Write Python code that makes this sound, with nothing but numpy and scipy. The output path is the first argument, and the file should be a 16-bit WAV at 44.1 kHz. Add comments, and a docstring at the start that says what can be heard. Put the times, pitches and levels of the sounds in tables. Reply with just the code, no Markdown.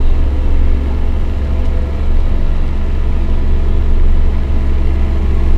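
"""The six-cylinder diesel of a snow groomer at nearly steady revs, heard by a microphone inside the cab.
Its boom and overtones follow the crank; clatter and valve taps are noise patterned over two turns.
Hydraulic drives whine as wavering tones, and the tracks beat together as two throbs and rock the cab.
Beyond the walls, filtered noise makes the scraped snow and the roar.
Close by, fittings buzz, panels hum and trim ticks now and then."""
import sys
import numpy as np
from scipy import signal
from scipy.fft import rfft, irfft
from scipy.io import wavfile
from scipy.ndimage import uniform_filter1d, map_coordinates

SR = 44100
rng = np.random.default_rng(int(sys.argv[2]) if len(sys.argv) > 2 else 0)


def put_to_file(sound):
    """Save the sound as 16-bit audio at rate SR, in the file named by the first command-line argument."""
    columns = np.atleast_2d(sound).T  # one column per channel
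    safe = np.clip(columns, -1, 1)
    whole_steps = np.round(safe * 32767)
    wavfile.write(sys.argv[1], SR, whole_steps.astype(np.int16))


N = 245637
TIME = np.arange(N) / SR  # s
FREQ = np.fft.rfftfreq(N, 1 / SR)  # Hz

# engine speed: (time [s], firing rate [Hz])
FIRING_RATE = [(0, 68.25), (0.2, 68.12), (0.45, 67.74), (0.7, 67.86), (1.25, 68.86), (1.7, 68.59),
               (2.3, 69.26), (2.9, 68.94), (3.3, 68.58), (3.7, 68.78), (4.25, 68.82), (4.8, 68.55),
               (5.2, 68.29), (5.57, 68.31)]
# load on the engine about its usual load: (time [s], level [dB])
ENGINE_LOAD = [(0, -1.5), (.35, 2.5), (.75, 2.5), (1.1, -1.7), (1.6, 1.2), (2.2, -3), (3.5, 0.6), (4.2, 0),
               (4.8, 1.7), (5.25, 3), (5.57, 3)]
# oil pressure of the drive: (time [s], level [dB])
OIL_PRESSURE = [(0, -13), (1.6, -3.5), (2.35, 1), (3.8, 4), (4.95, 2.5), (5.57, 4.5)]
# engine overtones at zero strain, before the common level OVERTONES_DB:
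# (multiple of crank speed, level [dB], swell with strain [dB per dB])
ENGINE_OVERTONES = [(6, -36, 1.3), (9, -32.3, .6), (10, -46, 0), (11, -40.5, 0), (12, -45, 0), (13, -48, 0),
                    (15.5, -47, 0), (17, -49, 0), (19, -49, 0), (25.5, -52, 0), (28, -55, 0),
                    (28.5, -51, .5), (30, -57, 0), (36, -53, .5), (39, -56, 0), (40, -56, 0), (42, -57, 0),
                    (43.5, -45.5, .8), (46, -58, .5), (47, -58, .5), (53.5, -58, 0), (54, -59, 0),
                    (60, -61, 0), (61, -62, 0), (76, -61, 1), (84.5, -64, 0), (90, -61, 1.5), (98, -63, 0),
                    (102, -63, 1), (114, -65, 0), (131.5, -65, 0), (148, -66, 0)]
# knock of injectors and valves before the cab's colour: (frequency [Hz], density [dB per Hz])
CLATTER_COLOUR = [(100, -74), (300, -66), (800, -72), (1500, -79), (2300, -84), (3200, -89), (5000, -102),
                  (10000, -120)]
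# valve gear tapping before the cab's colour: (frequency [Hz], density [dB per Hz])
VALVE_COLOUR = [(500, -100), (1200, -81.5), (2200, -81.5), (3200, -86), (4500, -94.5), (8000, -108),
                (15000, -120)]
# pump whine: (time [s], first harmonic level [dB], second harmonic level [dB])
PUMP_WHINE = [(0, -54, -47), (1.1, -54, -49), (1.6, -47, -40), (2.05, -50, -45), (2.35, -41, -44.5),
              (2.7, -45, -51), (3.3, -41, -43), (4, -44, -47), (4.8, -33.5, -43.5), (5.57, -33.5, -48)]
# hydraulic motor: (time [s], pitch [Hz], level of the second harmonic [dB])
MOTOR_WHINE = [(0, 255, -42), (.55, 254.4, -40.5), (1.3, 257, -44), (1.85, 249.6, -35), (2.1, 254.6, -45.5),
               (3.3, 250.6, -46), (5.57, 246.4, -50)]
# tiller drive: (time [s], pitch [Hz], level [dB])
TILLER_WHINE = [(0, 403, -42), (.7, 406.7, -43), (1.1, 422, -45), (1.6, 434.4, -50), (2.3, 440, -49),
                (3, 434.2, -45.5), (4.2, 433.2, -41), (5.57, 422.2, -42)]
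# throb of the outer track's cleats: (time [s], level [dB])
CLEAT_THROB = [(0, -12.5), (.6, -12), (1.1, -14.5), (1.45, -17), (1.85, -16), (2.15, -9), (2.7, -13),
               (3.2, -12.5), (4.05, -8.5), (4.6, -13), (5.1, -15.5), (5.5, -10.5)]
# inner track against the outer, weaker in the turn or out of it: (time [s], level [dB])
INNER_TRACK = [(0, -1.5), (.85, -5.5), (1.45, -12.5), (1.85, -3.5), (2.2, -25), (3.1, -21), (4.4, -9),
               (5.57, -12.5)]
# moments when the two tracks strike in turn and work against each other: (time [s])
OUT_OF_STEP = [.33, .845, 1.43, 1.885, 2.92, 3.73, 4.42, 5.16, 5.9]
# the cab rocking on its mounts: (frequency [Hz], half width at -6 dB [Hz], level [dB])
CAB_MOUNTS = [(17.47, 0.76, -26), (35.54, 1.0, -30)]
# snow scraped sideways under the tracks: (time [s], level [dB])
SCRAPE_LEVEL = [(0, 3), (2.3, -5), (3, -9.5), (5.57, -3)]
# colour of that scrape before its level and the cab's colour: (frequency [Hz], density [dB per Hz])
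SCRAPED_SNOW = [(150, -94), (260, -59), (420, -62), (580, -68.5), (850, -72), (1200, -87), (3000, -110)]
# roar of tracks, tiller and fan before the cab's colour: (frequency [Hz], density [dB per Hz])
ROAR_COLOUR = [(10, -45), (20, -39.5), (36, -36.5), (52, -43.5), (90, -44), (120, -50), (175, -52.5),
               (260, -56.5), (400, -57), (560, -66.5), (1100, -71.5), (2500, -78), (4700, -88), (8200, -98),
               (15000, -106)]
# swell of the hiss, followed in part by the rush: (time [s], level [dB])
HISS_LEVEL = [(0, -1.6), (4.4, -1.5), (5.57, 2)]
# resonances and dips of the cab: (frequency [Hz], half width at 1/e [Hz], gain [dB])
CAB_RESONANCES = [(61, 12, -1.5), (73, 5.1, 0.5), (109.6, 3.5, -2), (170.5, 12, -6), (261, 18, 0.5),
                  (301, 4.9, -5.5), (648.5, 12, 7), (757, 40, -1), (960, 104, 3), (1245, 16, 2.5),
                  (1364, 35, 4.5), (1446, 123, -3), (1600, 50, -1.5), (1694, 42, 5), (1933, 28, 3),
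                  (2055, 25, 3.5), (2290, 120, 2), (2740, 70, 2.5), (3060, 180, 3), (3530, 140, -1.5),
                  (3930, 410, 3), (7240, 400, 2.5), (9300, 440, 2.5)]
# fittings that buzz for a while:
# (time of the strongest [s], half length [s], frequency [Hz], half width at -6 dB [Hz], level [dB])
BUZZING_FITTINGS = [(.05, 0.16, 3820, 220, -51), (.6, .35, 2720, 44, -58), (.7, 0.47, 3100, 30, -62),
                    (.75, 0.32, 2170, 150, -49), (1, .25, 830, 13, -46), (1.8, 0.25, 256, 14, -38),
                    (4.65, 0.32, 255, 14, -36.5), (1.746, .3, 500, 14, -46), (3.749, 0.42, 348, 16, -38.5),
                    (1.8, 0.78, 2370, 43, -57), (1.901, 0.22, 1340, 45, -50), (2.25, 0.39, 3840, 90, -58),
                    (2.65, 0.29, 1360, 60, -53), (3.103, .5, 2430, 280, -53), (3.7, 0.71, 3374, 25, -57.5),
                    (4.002, 0.38, 964, 23.4, -53), (4.9, 0.33, 3000, 39, -57), (5.1, 0.99, 2053, 24, -50),
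                    (5.3, .4, 2130, 25, -52), (5.4, 0.31, 1087, 22, -46.5), (5.45, .3, 2350, 150, -50)]
# panels that hum for a while as the frame flexes:
# (time of the strongest [s], half length [s], frequency [Hz], level [dB])
HUMMING_PANELS = [(0.507, 0.41, 290, -36), (.8, 0.25, 250.3, -32), (2.293, 0.22, 589, -41),
                  (2.6, 0.46, 155.6, -36), (3.603, 0.87, 157.2, -44.5), (3.797, 0.3, 391.6, -37),
                  (5.35, 0.36, 387, -40), (5.35, 0.39, 1048, -50), (5.1, .5, 800, -49),
                  (5.303, 0.27, 156.4, -41)]
# ticks of loose trim: (time [s], level [dB], decay time [s])
TRIM_TICKS = [(.642, -54, .003), (1.387, -52, 0.0034), (1.503, -54, .003), (1.651, -38, 0.0028),
              (1.654, -39.5, 0.016), (2.201, -43, 0.007), (2.679, -41, 0.0047), (3.065, -54, 0.0034),
              (4.121, -50, .003), (5.462, -52, 0.0059)]
# relative colour of the ticks: (frequency [Hz], level [dB])
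TRIM_COLOUR = [(800, 2), (3000, 14.5), (5500, 3.5), (9000, -1), (14000, -14)]

CYLINDERS = 6
BOOM_DB, BOOM_PER_LOAD = -17, 0.81  # boom at the usual load; swell in dB per dB
STRAIN_DB, STRAIN_PER_LOAD, STRAIN_PER_PRESSURE = -0.7, 0.51, 0.53  # base in dB; growth in dB per dB
OVERTONES_DB = -0.5  # common level of all overtones
VALVE_DECAY_S, VALVE_SPREAD_DB = 0.0018, 2  # ring of one tap; how unequal the valves are
PUMP_ORDER = 14.45  # piston strokes per crank turn
CLEAT_HZ, CLEAT_SLIP = 23.47, 0.022  # cleat rate; spread of the slip in cleat spacings
RIPPLE_DB = 3  # spread of the narrow resonances in rush and hiss
BUZZ_DEPTH = 0.15  # how deeply each firing pulses a buzz, 0-1
PANEL_FLUTTER = 0.005  # wavers per cycle of the hum
TOP_HZ = 15200  # upper limit of the microphone


def undb(db):
    """Decibels to gain."""
    return 10 ** (np.asarray(db) / 20)


def curves(table):
    """Each column of a (time, ..) table, sample by sample."""
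    times, *columns = np.transpose(table)
    return [np.interp(TIME, times, column) for column in columns]


def slope(points):
    """dB at every frequency, interpolated over log frequency."""
    hz, db = np.transpose(points)
    return np.interp(np.log(FREQ + 1), np.log(hz), db)


def colour(noise, db):
    """Filter white noise to a level in dB per Hz."""
    return irfft(rfft(noise) * undb(db), N) * np.sqrt(SR / 2)


def walk(rate):
    """Smooth chance with spread 1, changing about rate times a second."""
    size = 2 ** 12
    hz = np.arange(size // 2 + 1) * SR / N
    slow = irfft(rfft(rng.standard_normal(size)) * np.exp(-(hz / rate) ** 2))
    return np.interp(np.linspace(0, size - 1, N), np.arange(size), slow / slow.std())


def tone(turns, db, rough):
    """A sine near the given rms level whose strength and phase flutter."""
    angle = 2 * np.pi * (turns + rng.random())
    steady = (1 + rough * walk(20.0)) * np.sin(angle)
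    astray = rough * walk(5.6) * np.cos(angle)
    return np.sqrt(2) * undb(db) * (steady + astray)


def ringing(hz, width):
    """One resonance shaken at random, rms 1."""
    ring = colour(rng.standard_normal(N), -20 * np.log10(1 + ((FREQ - hz) / width) ** 2))
    return ring / ring.std()


def pulsing(crank, depth):
    """A gain that rises and falls once with every firing."""
    return 1 + np.clip(depth, 0, 1) * np.cos(np.pi * CYLINDERS * crank)


def cab():
    """The cab's colour in dB, shared by clatter, valves, scrape and roar."""
    return sum(db * np.exp(-((FREQ - hz) / width) ** 2) for hz, width, db in CAB_RESONANCES)


def drone(crank, boom_db, strain_db):
    """Three firings a turn make the boom; unequal cylinders and gears add the overtones."""
    sound = tone(crank * CYLINDERS / 2, boom_db, rough=.02)
    for order, db, swell in ENGINE_OVERTONES:
        sound = sound + tone(order * crank, db + OVERTONES_DB + swell * strain_db, rough=0.04)
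    return sound


def clatter(crank, cab_db):
    """Every cylinder has its own knock, and the six come round again each two turns."""
    size = 3840  # points in the pattern
    cycle = crank / 2 % 1
    knocks = map_coordinates(rng.standard_normal(size), [cycle * size], order=3, mode="grid-wrap")
    cylinder = (cycle * CYLINDERS).astype(int)
    strength = undb(1.0 * rng.standard_normal(CYLINDERS))[cylinder]
    # the cab walls round each firing off into a swell
    knocks = knocks * strength * pulsing(crank, depth=0.06) * undb(0.29 * walk(13))
    return colour(knocks / knocks.std(), slope(CLATTER_COLOUR) + cab_db)


def valves(crank, firing_hz, cab_db):
    """Two short gritty taps per cylinder, each with its own strength and place in the cycle."""
    count = 2 * CYLINDERS
    cycle_s = CYLINDERS / firing_hz
    tapping = 0
    for k, (offset, size) in enumerate(rng.standard_normal((count, 2))):
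        since_s = (crank / 2 - (k + .3 * offset) / count) % 1 * cycle_s
        tapping = tapping + undb(VALVE_SPREAD_DB * size) * np.exp(-since_s / VALVE_DECAY_S)
    taps = tapping * rng.standard_normal(N)
    return colour(taps / taps.std(), slope(VALVE_COLOUR) + cab_db)


def hydraulics(crank):
    """The geared pump whines cleanly; the motor and tiller drive run at their own pace."""
    pump = sum(tone(harmonic * PUMP_ORDER * crank, db, rough=.06)
               for harmonic, db in enumerate(curves(PUMP_WHINE), 1))
    motor_hz, motor_db = curves(MOTOR_WHINE)
    turns = np.cumsum(motor_hz) / SR
    motor = tone(turns, motor_db - 5.0, rough=0.4) + tone(2 * turns, motor_db, rough=0.12)
    tiller_hz, tiller_db = curves(TILLER_WHINE)
    tiller = tone(np.cumsum(tiller_hz) / SR, tiller_db, rough=0.36)
    return pump + motor + tiller


def tracks():
    """Cleats of both tracks throb through the frame and beat together while the cab rocks on its mounts."""
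    (inner_db,), (throb_db,) = curves(INNER_TRACK), curves(CLEAT_THROB)
    # the inner track loses one cleat between moments; half a cleat puts it out of step
    moments = [2 * OUT_OF_STEP[0] - OUT_OF_STEP[1], *OUT_OF_STEP]
    lag = np.interp(TIME, moments, np.arange(len(moments))) + .5
    outer = CLEAT_HZ * TIME + CLEAT_SLIP * walk(2.1) + rng.random()
    throb = np.sin(2 * np.pi * outer) + undb(inner_db) * np.sin(2 * np.pi * (outer - lag))
    rocking = sum(undb(db) * ringing(hz, width) for hz, width, db in CAB_MOUNTS)
    return np.sqrt(2) * undb(throb_db) * throb + rocking


def scrape(cab_db):
    """The tracks shear the snow sideways: a low, uneven band of noise."""
    (db,) = curves(SCRAPE_LEVEL)
    snow = colour(rng.standard_normal(N), slope(SCRAPED_SNOW) + cab_db)
    return snow * undb(db + 0.46 * walk(6.5))


def narrow_resonances():
    """A random ripple over frequency, at full spread 1 in the low treble."""
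    ripple = uniform_filter1d(uniform_filter1d(rng.standard_normal(len(FREQ)), size=170), size=170)
    return np.interp(FREQ, [700, 2000, 3200, 5000], [0, 1, 1, .7]) * ripple / ripple.std()


def shifting(db, count):
    """Noise whose narrow resonances come and go as the cab flexes."""
    weights = np.array([undb(5.0 * walk(1.0)) for _ in range(count)])
    weights = weights / np.sqrt((weights ** 2).sum(axis=0))  # constant total power
    return sum(weight * colour(rng.standard_normal(N), db + RIPPLE_DB * narrow_resonances())
               for weight in weights)


def roar(crank, hiss_db, cab_db):
    """Snow churns unevenly, air rushes with a slight firing pulse, and a fine hiss flickers on top."""
    low = 1 / (1 + (FREQ / 600) ** 4)
    high = 1 - 1 / (1 + (FREQ / 5000) ** 4)
    shares = np.maximum([low, 1 - low - high, high], 1e-9)  # power shares of the three bands
    churn_db, rush_db, top_db = slope(ROAR_COLOUR) + cab_db + 10 * np.log10(shares)
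    churn = colour(rng.standard_normal(N), churn_db) * undb(.5 * walk(10.0))
    rush = shifting(rush_db, count=4) * pulsing(crank, depth=0.03)
    rush = rush * undb(0.37 * hiss_db + 0.42 * walk(9.4))
    hiss = shifting(top_db, count=3) * undb(hiss_db + 0.57 * walk(20) + 1.0 * walk(120))
    return churn + rush + hiss


def buzzes(crank):
    """Loose fittings chatter in narrow bands of noise, pulsed by the firings, and settle again."""
    sound = 0
    for s, length, hz, width, db in BUZZING_FITTINGS:
        swell = np.exp(-((TIME - s) / length) ** 2)
        sound = sound + undb(db) * swell * ringing(hz, width)
    return sound * pulsing(crank, BUZZ_DEPTH)


def panels():
    """Each panel swells into a wavering hum and settles again; the higher ones flutter faster."""
    hum = 0
    for s, length, hz, db in HUMMING_PANELS:
        swell = np.exp(-((TIME - s) / length) ** 2)
        turns = hz * TIME + 0.12 * walk(PANEL_FLUTTER * hz)
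        hum = hum + swell * tone(turns, db, rough=0.091)
    return hum


def trim():
    """Short dry ticks from the cab lining: noise that starts at once and dies away."""
    blows = sum(undb(db) * (TIME >= s) * np.exp(-np.abs(TIME - s) / decay) for s, db, decay in TRIM_TICKS)
    crack = colour(rng.standard_normal(N), slope(TRIM_COLOUR))
    return blows * crack / crack.std()


def scene():
    """Load swells the boom; load and oil pressure harden the engine; the running gear sounds around it."""
    (load_db,), (pressure_db,), (hiss_db,) = curves(ENGINE_LOAD), curves(OIL_PRESSURE), curves(HISS_LEVEL)
    (firing_hz,) = curves(FIRING_RATE)
    crank = np.cumsum(firing_hz) / SR / (CYLINDERS / 2)  # turns
    strain_db = STRAIN_DB + STRAIN_PER_LOAD * load_db + STRAIN_PER_PRESSURE * pressure_db
    cab_db = cab()
    engine = drone(crank, BOOM_DB + BOOM_PER_LOAD * load_db, strain_db)
    engine = engine + clatter(crank, cab_db) * undb(0.12 * strain_db)
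    engine = engine + valves(crank, firing_hz, cab_db)
    running_gear = hydraulics(crank) + tracks() + scrape(cab_db) + roar(crank, hiss_db, cab_db)
    fittings = buzzes(crank) + panels() + trim()
    return (engine + running_gear + fittings)[None]


def record(dry):
    """The cab microphone drops the slowest sway, rounds the highest peaks and cuts the top."""
    fade = np.clip(np.minimum(TIME, TIME[-1] - TIME) / .006, 0, 1)  # 6 ms at each end
    faded = dry * np.sin(fade * np.pi / 2) ** 2
    sound = signal.sosfilt(signal.butter(4, 10, "high", fs=SR, output="sos"), faded)
    sound = sound / (1 + (sound / .9) ** 10) ** (1 / 10)  # soft limit at 0.9
    return signal.sosfilt(signal.ellip(8, .2, 70, TOP_HZ, fs=SR, output="sos"), sound)


dry = scene()
out = record(dry)
put_to_file(out)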